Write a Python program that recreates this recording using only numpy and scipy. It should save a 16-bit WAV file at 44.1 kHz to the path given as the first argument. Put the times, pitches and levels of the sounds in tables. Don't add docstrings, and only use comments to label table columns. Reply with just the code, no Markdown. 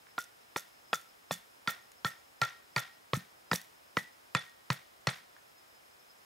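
import sys
import numpy as np
from scipy import signal
from scipy.fft import rfft, irfft
from scipy.io import wavfile
from scipy.ndimage import uniform_filter1d

SR = 44100
rng = np.random.default_rng(int(sys.argv[2]) if len(sys.argv) > 2 else 0)


def linear_from_db(decibels):
    return 10 ** (np.asarray(decibels, float) / 20)


def file_out(sig):
    cols = np.atleast_2d(sig).T
    lim = np.clip(cols, -1, 1)
    pcm = np.round(lim * 32767).astype(np.int16)
    wavfile.write(sys.argv[1], SR, pcm)


N = 275625

# [f/Hz, level/dB]
AIR_COLOUR = [(15, -46), (28, -16), (70, -5.5), (180, -7), (700, -3), (1440, -5.5), (4700, -12),
              (16000, -16)]
# [f/Hz, side minus mid/dB]
AIR_SIDE = [(60, -16), (200, -0.5), (700, 5.5), (1290, 5.5), (2380, 3), (4400, -1.5), (8120, -11),
            (15000, -70)]
# [t/s, rms level/dB]
CHORUS = [(0, -75.5), (1, -78), (2, -77), (3, -76), (4.2, -81), (5.3, -85), (5.7, -73), (6.25, -75.5)]
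# [f/Hz, level/dB, pulse rate/Hz]
SINGERS = [(4960, -3, 14), (5070, -1, 12), (5160, 0, 17), (5320, 0, 13)]
# [t/s, f/Hz, level/dB]
CHIRPS = [(.82, 6200, -71), (.89, 6300, -73), (1.82, 6700, -66), (1.92, 6700, -64), (2.19, 6700, -66),
          (5.42, 6230, -72), (5.585, 6700, -68), (5.755, 6800, -72), (5.92, 6230, -75), (5.985, 6230, -76),
          (6.05, 6230, -71), (6.115, 6230, -73), (6.185, 7200, -68)]
# [t/s, peak level/dB, centre f/Hz, width/Hz]
POPS = [
    (.068, -47, 1300, 700),
    (1.662, -46, 850, 500),
    (1.918, -43, 4500, 6500),
    (5.013, -56, 6000, 5000),
    (5.365, -45, 1100, 700),
]
# [f/Hz, level/dB, t60/s, side minus mid/dB]
FOREST = [(148, -34.5, 0.16, -16), (356, -43.5, 0.24, -2), (700, -40.5, 0.23, -7), (1370, -43.5, 0.37, 0),
          (2613, -35.5, 0.43, -8), (5070, -51, 0.08, -29), (10800, -57, 0.033, -25)]
# [f/Hz, level/dB]
SIDE_EARLY = [(60, -25), (150, -17), (400, -12), (1000, -13), (2500, -12), (5000, -17), (9000, -23),
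              (14000, -19)]
# [f/Hz, level/dB]
SIDE_IN_STEP = [(400, -55), (1000, -24), (2500, -19), (5000, -23), (10000, -35)]
# [t/s, peak level/dB, centre f/Hz]
CLINKS = [(0.2064, -37, 6100), (0.216, -40, 5300), (0.2405, -41.5, 6300), (0.576, -32, 5600),
          (0.584, -32.5, 6030), (0.5956, -36, 6000), (0.945, -29, 6000), (0.956, -30, 5960),
          (1.3247, -28.5, 5870), (1.3297, -31, 6050), (1.3396, -31, 6200), (1.7026, -31, 12500),
          (1.7069, -31, 12900), (2.0765, -38, 5340), (2.0856, -38.5, 6670), (2.45, -34.5, 5800),
          (2.497, -44, 5190), (2.794, -30.5, 5870), (3.16, -37, 6100), (3.167, -37, 6560),
          (3.5578, -23.5, 5880), (3.582, -48, 5930), (3.993, -44, 5980), (4.0014, -44.5, 5900),
          (4.393, -41.5, 7940), (4.4954, -53, 5340), (4.7287, -35, 12500), (5.1002, -34, 7000),
          (5.107, -41, 8400), (5.1174, -45, 6830)]
# [f/Hz, level/dB, t60/s]
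CLASP = [(3534, -13, 0.022), (5930, -12.5, 0.027)]
# [t/s, rms level/dB, held/s]
RUSTLE = [(.185, -37.5, 0.017), (.565, -32, .005), (.935, -32.5, .008), (1.312, -32.5, 0.019),
          (1.68, -35, 0.021), (2.05, -34, 0.018), (2.42, -39.5, 0.013), (2.765, -36.5, 0.026),
          (3.136, -36, 0.028), (3.527, -28, 0.017), (3.974, -38, 0.011), (4.352, -55, .1),
          (4.708, -42, .035), (5.075, -51, 0.1)]
# [f/Hz, t60/s, split/Hz, twin level/dB, twin t60/s]
HEAD = [(1376, .17, 10, -21, .36), (1872, .17, 5.5, -18, .7), (3482, .2, 8, -18, .22),
        (10770, .4, 6, -12, .4)]
# [t/s, rms level/dB of three low modes, freedom from the grip/0-1]
RINGS = [(0.181, -57.5, -67, -70, 0.34), (.561, -54.5, -63.5, -67, 0.48), (0.93, -48.5, -75, -61.5, 0.37),
         (1.309, -58.5, -60.5, -55.5, 0.43), (1.674, -39.5, -47, -52.5, 0.61),
         (2.047, -47.5, -51, -62, 0.43), (2.416, -31.5, -41.5, -55, 0.76), (2.764, -39.5, -43, -55, 0.72),
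         (3.133, -55, -65, -81, 0.35), (3.516, -67, -57, -64, 0.39), (3.97, -74, -57, -86, 0.31),
         (4.349, -44, -41, -45.5, 0.98), (4.703, -53, -50.5, -77, 0.73), (5.069, -46, -48.5, -61, 0.83)]
# [t/s, level/dB, f/Hz, swing/s]
THUDS = [(.187, -49, 148, 0.0067), (0.565, -41, 186, 0.0073), (0.936, -51.5, 174, 0.03),
         (1.317, -32, 181, 0.011), (1.352, -51, 188, 0.012), (1.68, -28.5, 183, 0.0062),
         (2.053, -27.5, 150, 0.0083), (2.42, -30.5, 138, 0.015), (2.768, -30, 141, 0.017),
         (3.136, -25, 139, 0.017), (3.1729, -25.5, 174, 0.0076), (3.520, -26, 161.5, 0.011),
         (3.538, -25.5, 182, 0.0079), (3.974, -22.5, 177.5, 0.0058), (4.353, -24, 148, 0.0098),
         (4.7057, -22.5, 144, 0.013), (5.077, -22.5, 145, 0.011)]
# [f/Hz, level/dB, t60/s]
HOLLOW = [(324, -16, 0.01), (424, -23, 0.022), (518, 5, 0.032), (670, 3.5, 0.0086), (830, 2, 0.0059)]
# [f/Hz, level/dB, t60/s]
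BODY = [(968, 1, 0.014), (1157, -3.5, 0.027), (1620, -8.5, 0.013), (1805, 2.5, 0.0086), (1920, -1.5, 0.033),
        (2478, 3, .012)]
# [f/Hz, level/dB, t60/s]
BRIGHT = [(2840, -2, 0.0032), (3070, 0, 0.0045), (3900, 4, 0.0078), (4530, 2, 0.022), (5340, 2, 0.0064),
          (6300, -12, 0.02), (7300, -10.5, 0.011), (9700, -35.5, .004), (12500, -27, 0.0026)]
# [t/s, crack peak level/dB, hollow rel level/dB, bright rel level/dB, contact/s]
BLOWS = [(0.18, -39.5, -7.5, -5, 0.0065), (0.561, -26, 1, -7.5, 0.0037), (0.9302, -21, -8, -5.5, 0.0058),
         (1.3096, -28, -4.5, -10, 0.0042), (1.6746, -22.5, -42, 0, 0.0041),
         (2.0471, -24, -10.5, 0.5, 0.0021), (2.4157, -17, -44, -2.5, 0.0067),
         (2.7621, -17.5, -22, -2, 0.0061), (3.1336, -22, -9.5, -5, 0.002), (3.5142, -20, -9, -9.5, 0.0072),
         (3.5317, -24, -1, 0.5, 0.0021), (3.9692, -17.5, -8.5, -10, 0.0052),
         (4.3494, -17.5, -15, -3, 0.0041), (4.7024, -14.5, -18.5, -7.5, 0.0036),
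         (5.0704, -17.5, -12, -1, 0.0049)]
# [its level/dB, hollow f/Hz, body f/Hz,
# bright f/Hz, snap sent to the trunks/dB]
LANDING = [(-18, 1020, 1300, 3600, -29.5), (-16, 835, 1450, 3540, -24), (-11.5, 950, 1450, 3230, -23),
           (-13, 930, 940, 3550, -22.5), (-20, 860, 1770, 3370, -16), (-17, 680, 1630, 3490, -17.5),
           (-31, 900, 1650, 6000, -11.5), (-32, 1000, 1460, 9000, -11.5), (-12.5, 560, 1120, 3600, -19),
           (-12, 340, 1320, 4970, -29), (-19, 890, 1790, 3830, -20), (-13.5, 535, 1255, 3310, -20),
           (-17, 740, 1175, 7600, -13), (-20, 430, 1270, 4950, -16.5), (-18, 640, 1280, 3560, -11)]

AIR_DB, DISTANT_CHORUS_DB, THROB_DB = -63.5, -77, 4.5
ROCK_ECHO_S, ROCK_ECHO_DB = 0.02, 2.5
JOLT_LAG_S, JOLT_DB, JOLT_HZ, CLINK_T60_S = 0.0085, -34.5, 6100, 0.015
SLIDE_ATTACK_S, SLIDE_T60_S, SETTLE_DB, SETTLE_T60_S = 0.0013, 0.12, -15, 0.6
FREE_TOP_DB, GRIP_LOSS_DB = -63, 109
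GRIP_WOBBLE_DB, GRIP_WOBBLE_RAD = 6.5, 2.5
REBOUND_PITCH = 0.9
TICK_DB, SNAP_TREBLE_DB = -14.5, -1.5
TOP_HZ = 15750


def shape(x, points):
    hz, db = np.transpose(points)
    f = np.maximum(np.arange(len(x) // 2 + 1) * SR / len(x), 1)
    return irfft(rfft(x) * linear_from_db(np.interp(np.log(f), np.log(hz), db)), len(x))


def high_pass(x, order, hz):
    return signal.sosfilt(signal.butter(order, hz, "highpass", fs=SR, output="sos"), x)


def band(x, lo_hz, hi_hz):
    edges = [lo_hz, min(hi_hz, 0.45 * SR)]
    return signal.sosfilt(signal.butter(2, edges, "bandpass", fs=SR, output="sos"), x)


def fade(t60, size):
    return np.exp(-np.log(1000) * np.arange(size) / SR / t60)


def ring(hz, t60, size, phase=0):
    return fade(t60, size) * np.sin(2 * np.pi * hz * np.arange(size) / SR + phase)


def unit(x):
    return x / np.max(np.abs(x))


def struck(push, hz, t60):
    return unit(signal.fftconvolve(push, ring(hz, t60, len(push)))[:len(push)])


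def wander(count, hold, smooth):
    return uniform_filter1d(np.repeat(rng.standard_normal(count), hold), smooth)


def curve(table):
    return linear_from_db(np.interp(np.arange(N) / SR, *np.transpose(table)))


def add(out, s, x, pan_db=0):
    i = int(s * SR)
    x = x[:N - i]
    out[:, i:i + len(x)] += x * linear_from_db(np.array([[pan_db], [-pan_db]]) / 2)


def air():
    mid = shape(rng.standard_normal(N), AIR_COLOUR)
    side = shape(shape(rng.standard_normal(N), AIR_COLOUR), AIR_SIDE)
    return linear_from_db(AIR_DB) / np.std(mid) * np.array([mid + side, mid - side])


def crickets():
    out, t = np.zeros((2, N)), np.arange(N) / SR
    for hz, db, rate in SINGERS:
        timing, loudness = [wander(N // 2000 + 1, 2000, 3000)[:N] for _ in range(2)]
        gate = np.maximum(np.sin(2 * np.pi * rate * t + 3 * timing) + 0.5, 0) * linear_from_db(4 * loudness)
        song = gate * np.sin(2 * np.pi * hz * t + 6 * timing)
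        lag = rng.integers(-2, 3)
        out += linear_from_db(db) * np.array([song, np.roll(song, lag)])
    throb = wander(N // 1500 + 1, 1500, 1000)[:N]
    out *= linear_from_db(THROB_DB * throb) * curve(CHORUS) / np.std(out)
    distant = band(band(rng.standard_normal(N), 4900, 5400), 4900, 5400)
    out += linear_from_db(DISTANT_CHORUS_DB) * distant / np.std(distant)
    for s, hz, db in CHIRPS:
        add(out, s - 0.012, linear_from_db(db) * np.hanning(1100) * np.sin(2 * np.pi * hz * t[:1100]))
    return out


def fire():
    out, size = np.zeros((2, N)), 1024
    for s, db, hz, width in POPS:
        pop = rng.standard_normal(size) * fade(0.012, size)
        add(out, s, linear_from_db(db) * unit(band(pop, hz - width / 2, hz + width)))
    return out


def forest(x):
    size = 24000
    t = np.arange(size) / SR
    rock = linear_from_db(ROCK_ECHO_DB) * np.exp(-((t - ROCK_ECHO_S) / 0.0037) ** 2)
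    onset = np.minimum(t / 0.0033, 1) * (1 + rock)
    echo = np.zeros((2, size))
    for hz, db, t60, side_db in FOREST:
        noise = band(rng.standard_normal((2, size)), hz / np.sqrt(2), hz * np.sqrt(2))
        patchy = wander(size // 200, 200, 200)
        width = np.array([[1], [linear_from_db(side_db)]])
        echo += linear_from_db(db + 3 * patchy) * width * noise * fade(t60, size) * onset
    mid, side = signal.fftconvolve(x[None], echo, axes=1)[:, :N]
    return np.array([mid + side, mid - side])


def microphones(work):
    mid = work.mean(0)
    side = irfft(1j * rfft(shape(mid, SIDE_EARLY)), N) - shape(mid, SIDE_IN_STEP)
    return work + np.array([side, -side])


def strap():
    out, size = np.zeros((2, N)), 2048
    jolts = [(blow[0] + JOLT_LAG_S, JOLT_DB, JOLT_HZ) for blow in BLOWS]
    for s, db, hz in jolts + list(CLINKS):
        noise = rng.standard_normal(size) * fade(CLINK_T60_S, size)
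        clink = band(noise, 0.92 * hz, 1.335 * hz) + 0.55 * band(noise, 5200, 12200)
        add(out, s - 0.0003, linear_from_db(db) * unit(clink), 3 * np.tanh(noise[0]))
        add(out, s, linear_from_db(db) * sum(linear_from_db(d) * struck(noise, f, t60) for f, d, t60 in CLASP))
    grains = np.repeat(rng.exponential(size=N // 60 + 1), 60)[:N]
    grit = band(rng.standard_normal(N) * linear_from_db(2.46 * grains), 2900, 15200)
    grit += linear_from_db(-9.5) * band(grit, 5380, 7320)
    slide, size = np.zeros((2, N)), 14000
    drop = fade(SLIDE_T60_S, size) + linear_from_db(SETTLE_DB) * fade(SETTLE_T60_S, size)
    for s, db, held in RUSTLE:
        hold = np.minimum(np.arange(int(held * SR)) / SR / SLIDE_ATTACK_S, 1)
        add(slide, s, linear_from_db(db) * np.r_[hold, drop])
    return out + linear_from_db(-12.5) * slide * grit / np.std(grit)


def head():
    out, size = np.zeros((2, N)), 20000
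    swell = np.minimum(np.arange(size) / SR / 0.0066, 1)
    for s, *low_dbs, free in RINGS:
        sway = GRIP_WOBBLE_RAD * (1 - free) * wander(size // 500, 500, 500)
        dbs = low_dbs + [FREE_TOP_DB - GRIP_LOSS_DB * (1 - free)]
        for (hz, t60, split, twin_db, twin_t60), db in zip(HEAD, dbs):
            phase = 2 * np.pi * rng.random() + sway
            pair = ring(hz, free * t60, size, phase)
            pair += linear_from_db(twin_db) * ring(hz + split, free * twin_t60, size, phase)
            pair *= linear_from_db(GRIP_WOBBLE_DB * (1 - free) * wander(size // 400, 400, 400))
            add(out, s + 0.001048, linear_from_db(db + 1.61 / (free * t60)) * swell * pair)
    return out


def soil():
    out, size = np.zeros((2, N)), 12000
    t = np.arange(size) / SR
    sag = 1.04 - 3 * np.minimum(t, 0.04)
    for s, db, hz, swing in THUDS:
        envelope = np.minimum(t / 0.0038, 1) * np.exp(-(t / swing) ** 1.55)
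        first = envelope * np.sin(2 * np.pi * hz * t * sag)
        rebound = np.clip((t - 0.025) / 0.013, 0, 1) * ring(REBOUND_PITCH * hz, 0.087, size)
        add(out, s - 0.003, -linear_from_db(db) * (first + linear_from_db(-12) * rebound), 0.5)
    return high_pass(out, 3, 75)


def stake():
    near, far, size = np.zeros((2, N)), np.zeros((2, N)), 2048
    t = np.arange(size) / SR
    click = 1.0 * (t == 0)
    snap = band(click, 420, 2817) + linear_from_db(SNAP_TREBLE_DB) * band(click, 2425, 11400)
    for blow, landing in zip(BLOWS, LANDING):
        s, db, hollow_db, bright_db, contact = blow
        top_db, *tops, far_db = landing
        force = np.minimum(t / 0.0008, 1) * np.exp(-(t / contact) ** 3)
        for modes, group_db, top_hz in zip((HOLLOW, BODY, BRIGHT), (hollow_db, 0, bright_db), tops):
            push = force * rng.standard_normal((10, size)) * np.exp(-t * top_hz / 12)
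            detune = 1 + 0.03 * rng.standard_normal(10)
            wood = np.zeros(size)
            for k, (hz, mode_db, t60) in enumerate(modes):
                wood += linear_from_db(mode_db) * struck(push[k], hz * detune[k], t60)
            crack = linear_from_db(db) * unit(wood) + linear_from_db(top_db - 6) * struck(push[-1], top_hz, 0.011)
            add(near, s - 0.0006, linear_from_db(group_db) * crack)
        tick = unit(band(force * push[0], 4400, 13600))
        add(near, s, linear_from_db(db + bright_db + TICK_DB) * tick)
        add(far, s, linear_from_db(far_db) * snap)
    return high_pass(near, 2, 200), far


def scene():
    near, far = stake()
    thud, steel, links, pops = soil(), head(), strap(), fire()
    work = near + thud + steel + links + pops
    sent = linear_from_db(22) * far + linear_from_db(-3.5) * thud + linear_from_db(-6.5) * steel + linear_from_db(-7) * links + linear_from_db(-3.5) * pops
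    return microphones(work) + forest(sent.mean(0)) + crickets() + air()


def roll_off(x):
    return signal.sosfilt(signal.butter(12, 16650, fs=SR, output="sos"), x)


def record(dry):
    dry = np.tanh(2.5 * dry) / 2.5
    dry = high_pass(dry, 2, 30)
    dry = signal.sosfilt(signal.ellip(8, 0.2, 25, TOP_HZ, fs=SR, output="sos"), dry)
    return roll_off(dry)


dry = scene()
out = record(dry)
file_out(out)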